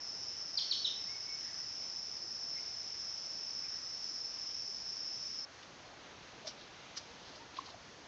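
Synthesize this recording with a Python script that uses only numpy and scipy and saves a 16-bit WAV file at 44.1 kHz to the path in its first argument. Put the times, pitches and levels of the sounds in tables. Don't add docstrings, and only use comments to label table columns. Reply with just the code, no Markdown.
import sys
import numpy as np
from scipy import signal
from scipy.fft import rfft, irfft, next_fast_len
from scipy.io import wavfile
from scipy.ndimage import uniform_filter1d

SR = 44100
rng = np.random.default_rng(int(sys.argv[2]) if len(sys.argv) > 2 else 0)


def to_wav(sig):
    pcm = np.clip(np.atleast_2d(sig), -1, 1) * 32767
    pcm = np.round(pcm).astype(np.int16)
    wavfile.write(sys.argv[1], SR, pcm.T)


N = 356107

TIME = np.arange(N) / SR
GRID_HZ = np.arange(1, SR / 2, 20)
CUT_S = 5.4505
TOP_HZ = 8100


def undb(db):
    return np.exp(np.asarray(db) * (np.log(10) / 20))


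def level(x, db):
    return x * undb(db) / np.sqrt(np.mean(x ** 2))


def add(out, start, x):
    i = int(start * SR)
    out[i:i + len(x)] += x[:len(out) - i]


def colour(x, points):
    hz, db = np.transpose(points)
    size = next_fast_len(len(x) + SR // 10, True)
    f = np.maximum(np.fft.rfftfreq(size, 1 / SR), 1)
    gain = undb(np.interp(np.log(f), np.log(hz), db))
    return irfft(rfft(x, size) * gain, size)[:len(x)]


def walk(rate):
    k = int(SR / rate)
    steps = np.repeat(rng.standard_normal(N // k + 1), k)[:N]
    return level(uniform_filter1d(uniform_filter1d(steps, k), k), 0)


def ring(hz, width):
    return -20 * np.log10(1 + (2 * (GRID_HZ - hz) / width) ** 2)


def forest(x, wet_db, t60, near_share, near_t60):
    t = TIME[:SR]
    near = near_share / near_t60 * undb(-120 * t / near_t60)
    far = (1 - near_share) / t60 * undb(-120 * t / t60)
    scatter = rng.standard_normal(SR) * np.sqrt(near + far) * (t > .003)
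    return x + undb(wet_db) * signal.oaconvolve(x, scatter / np.linalg.norm(scatter))[:N]


def bubble(hz, length, glide=0.057):
    u = np.linspace(0, 1, int(length * SR))
    phase = 2 * np.pi * np.cumsum(hz * (1 + glide * (u - .5))) / SR
    return np.sin(np.pi * u ** .8) * np.sin(phase)


# frequency in Hz, gain in dB.
WATER_COLOUR = [(15, -44.5), (25, -14), (92, -1.5), (278, -4.5), (313, -6), (559, -3.5), (728, -3),
                (802, -3.5), (1180, -5), (1500, -5.5), (2490, -8), (4220, -9.5), (4650, -11), (6520, -13),
                (7900, -36.5), (10300, -67), (17400, -120)]
# frequency in Hz, gain in dB.
WATER_FIRST_SHOT = [(60, -3), (200, -2), (600, -3.5), (1500, -3), (3000, -1.33), (6000, -2.5)]
STREAM_DB = -54


def stream(first_shot, flicker_db=2.0, bubbles_db=-11, cycles=8, count=1500):
    wash = np.zeros(N)
    size = next_fast_len(N, True)
    spectrum = rfft(rng.standard_normal(size))
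    f = np.fft.rfftfreq(size, 1 / SR)
    for hz in 16 * 2 ** np.arange(10):
        octave = irfft(spectrum * (f >= hz) * (f < 2 * hz))[:N]
        wash += octave * undb(flicker_db * .5 * walk(10))
    babble = np.zeros(N)
    for when, pitch, loudness in rng.random((count, 3)):
        hz = 260 * 11 ** pitch
        add(babble, when * N / SR, undb(3.7 * loudness) * bubble(hz, cycles / hz))
    mix = level(colour(wash, WATER_COLOUR), 0) + level(babble, bubbles_db)
    water = level(mix, STREAM_DB)
    return first_shot * colour(water, WATER_FIRST_SHOT) + (1 - first_shot) * water


SCOOP_S, SAG_HZ_PER_S = .028, 420
# start in seconds, length in seconds, pitch in Hz,
# scoop from below as a share of the pitch, level in dB before the echoes, roughness as a share of the pitch.
FAR_WHISTLES = [(1.046, .15, 2285, 0.28, -55, 0.0036), (1.249, .14, 2250, 0.019, -54.5, 0.0048),
                (1.392, .14, 1900, 0, -57.5, .07), (2.552, 0.048, 2330, 0.086, -52.5, .055),
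                (3.632, .046, 2280, 0, -56, .07), (5.84, .06, 4320, 0.0028, -61, 0.0077)]


def whistles(overtone_db=-12):
    out, quaver = np.zeros(N), walk(500)
    for start, length, note_hz, scoop, db, rough in FAR_WHISTLES:
        t = TIME[:int(length * SR)]
        hz = note_hz * (1 - scoop * np.exp(-t / SCOOP_S)) - SAG_HZ_PER_S * t
        wobble = 1 + rough * quaver[int(start * SR):][:len(t)]
        phase = 2 * np.pi * np.cumsum(hz * wobble) / SR
        overtone = np.sin(2 * phase) * (2 * hz < TOP_HZ)
        voice = np.sin(phase) + undb(overtone_db) * overtone
        add(out, start, undb(db) * np.sin(np.pi * t / length) * voice)
    return forest(out, wet_db=-3, t60=1.0, near_share=.4, near_t60=0.072)


FLICK_RISE = 0.64
# time of the peak in seconds,
# level in dB before the swell and fade, fade time in seconds, centre frequency in Hz.
FLICK_BURSTS = [(5.632, -51, .007, 3300), (6.478, -38.5, .014, 5000), (6.61, -55.5, 0.054, 3800),
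                (6.975, -37, .009, 5100), (7.28, -57.5, .12, 4300), (7.358, -54, .01, 4900),
                (7.572, -49.5, 0.022, 3870), (7.664, -47, .007, 4100), (7.70, -54.5, .02, 4200)]
# frequency in Hz, gain in dB.
FLICK_TONE = [(400, -20), (1200, 3), (3000, -4), (4600, -3), (5800, -2), (6600, -12), (7400, -16),
              (8000, -24), (9000, -53)]


def flicks(grain_db=3, width_hz=2600):
    out = np.zeros(N)
    t = TIME[:SR // 2] - .25
    grains = rng.standard_normal(N) * undb(grain_db * np.clip(walk(900), -2, 1))
    for at, db, fade, hz in FLICK_BURSTS:
        piece = np.roll(grains, -int(at * SR))[:len(t)]
        burst = colour(piece, np.column_stack([GRID_HZ, ring(hz, width_hz)]))
        shape = np.exp(-np.maximum(-t / FLICK_RISE, t) / fade)
        add(out, at + t[0], shape * level(colour(burst, FLICK_TONE), db))
    return forest(out, wet_db=-11, t60=.8, near_share=.55, near_t60=.1)


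# start in seconds, pitch in Hz, level in dB before the echoes, length in seconds.
PLOP_BUBBLES = [(6.444, 634, -47, 0.025), (6.471, 624, -42.5, .012), (7.396, 927, -53.5, 0.047),
                (7.5864, 1080, -30.5, 0.0092), (7.688, 1090, -44, 0.004), (7.742, 734, -44.5, 0.0079)]


def plops():
    out = np.zeros(N)
    for start, hz, db, length in PLOP_BUBBLES:
        add(out, start, undb(db) * bubble(hz, length))
    return forest(out, wet_db=-13.5, t60=0.5, near_share=0.44, near_t60=0.14)


CHIP_LOW_HZ, CHIP_ECHO_DB = 2810, -5.5
# start in seconds, starting pitch in Hz,
# level in dB before the colour and echoes, delay of the strong echo in seconds.
BIRD_CHIPS = [(.571, 4880, -22.5, .036), (.709, 4590, -21.5, 0.022), (.8438, 4110, -24.5, 0.026)]
# frequency in Hz, gain in dB.
CHIP_TONE = [(2400, 7.5), (3200, -0.5), (4200, -5.5), (6000, 1.5), (7000, -18), (7500, -27), (8000, -42),
             (9000, -56)]


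def chips(fall_s=0.016, swell_s=0.0056, hold_db=-16, hold_s=0.02, overtone_db=-24, rough=0.02):
    out, t = np.zeros(N), TIME[:SR // 12]
    quaver = 1 + rough * walk(2500)
    burst = (t / swell_s) ** 2 * np.exp(1 - (t / swell_s) ** 2)
    hold = (t / hold_s) * np.exp(1 - (t / hold_s) ** 3)
    fall = np.exp(-(t / fall_s) ** 1.745)
    for start, high_hz, db, echo_s in BIRD_CHIPS:
        hz = CHIP_LOW_HZ + (high_hz - CHIP_LOW_HZ) * fall
        phase = 2 * np.pi * np.cumsum(hz * quaver[int(start * SR):][:len(t)]) / SR
        tone = (burst + undb(hold_db) * hold) * np.sin(phase)
        overtone = undb(overtone_db) * hold * np.sin(2 * phase)
        chip = undb(db) * (tone + overtone)
        add(out, start, chip)
        add(out, start + echo_s, undb(CHIP_ECHO_DB) * chip)
    return forest(colour(out, CHIP_TONE), wet_db=2.0, t60=0.51, near_share=0.42, near_t60=0.089)


def tymbals(click_hz, jitter=.14, click_db=2.5, clicks_per_throb=5.1, throb=0.33):
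    gap, size = rng.standard_normal((N // 100, 2)).T
    times = np.cumsum(np.abs(1 + jitter * gap)) / click_hz
    swing = 1 + throb * np.sin(2 * np.pi * click_hz / clicks_per_throb * times)
    force = swing * undb(click_db * size)
    return np.bincount((times * SR).astype(int), force, N)[:N]


TRILL_DB = -43
# centre frequency in Hz, width in Hz, relative strength in dB.
BODY_RINGS = [(4550, 220, -28), (4650, 420, -17.5), (5115, 290, -4), (5337, 310, 3), (5880, 390, -10.5),
              (6640, 890, -27.5)]
# frequency in Hz, gain in dB.
SONG_TREBLE = [(6200, -1.5), (6900, -3.5), (7500, -6.5), (8000, -27), (9000, -50.5)]


def cicadas(click_hz=213, spread=.25, count=5):
    clicks = np.zeros(N)
    for rate in click_hz * (1 + spread * np.linspace(-1, 1, count)):
        clicks += forest(tymbals(rate), wet_db=4.5, t60=.7, near_share=0.54, near_t60=0.091)
    power = sum(undb(db + ring(hz, width)) ** 2 for hz, width, db in BODY_RINGS)
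    ringing = colour(clicks, np.column_stack([GRID_HZ, 10 * np.log10(power)]))
    return level(colour(ringing, SONG_TREBLE), TRILL_DB)


def scene():
    first_shot = np.clip((CUT_S - TIME) / .0004, 0, 1)
    soft_start_db = -3.5 * (1 - first_shot) * np.exp(-np.abs(TIME - CUT_S) / 0.066)
    water = undb(soft_start_db) * stream(first_shot) + plops()
    birds = whistles() + flicks() + chips()
    return (water + birds + first_shot * cicadas())[None]


def record(dry):
    low_pass = signal.ellip(8, .2, 70, TOP_HZ, fs=SR, output="sos")
    return signal.sosfilt(low_pass, dry)


dry = scene()
out = record(dry)
to_wav(out)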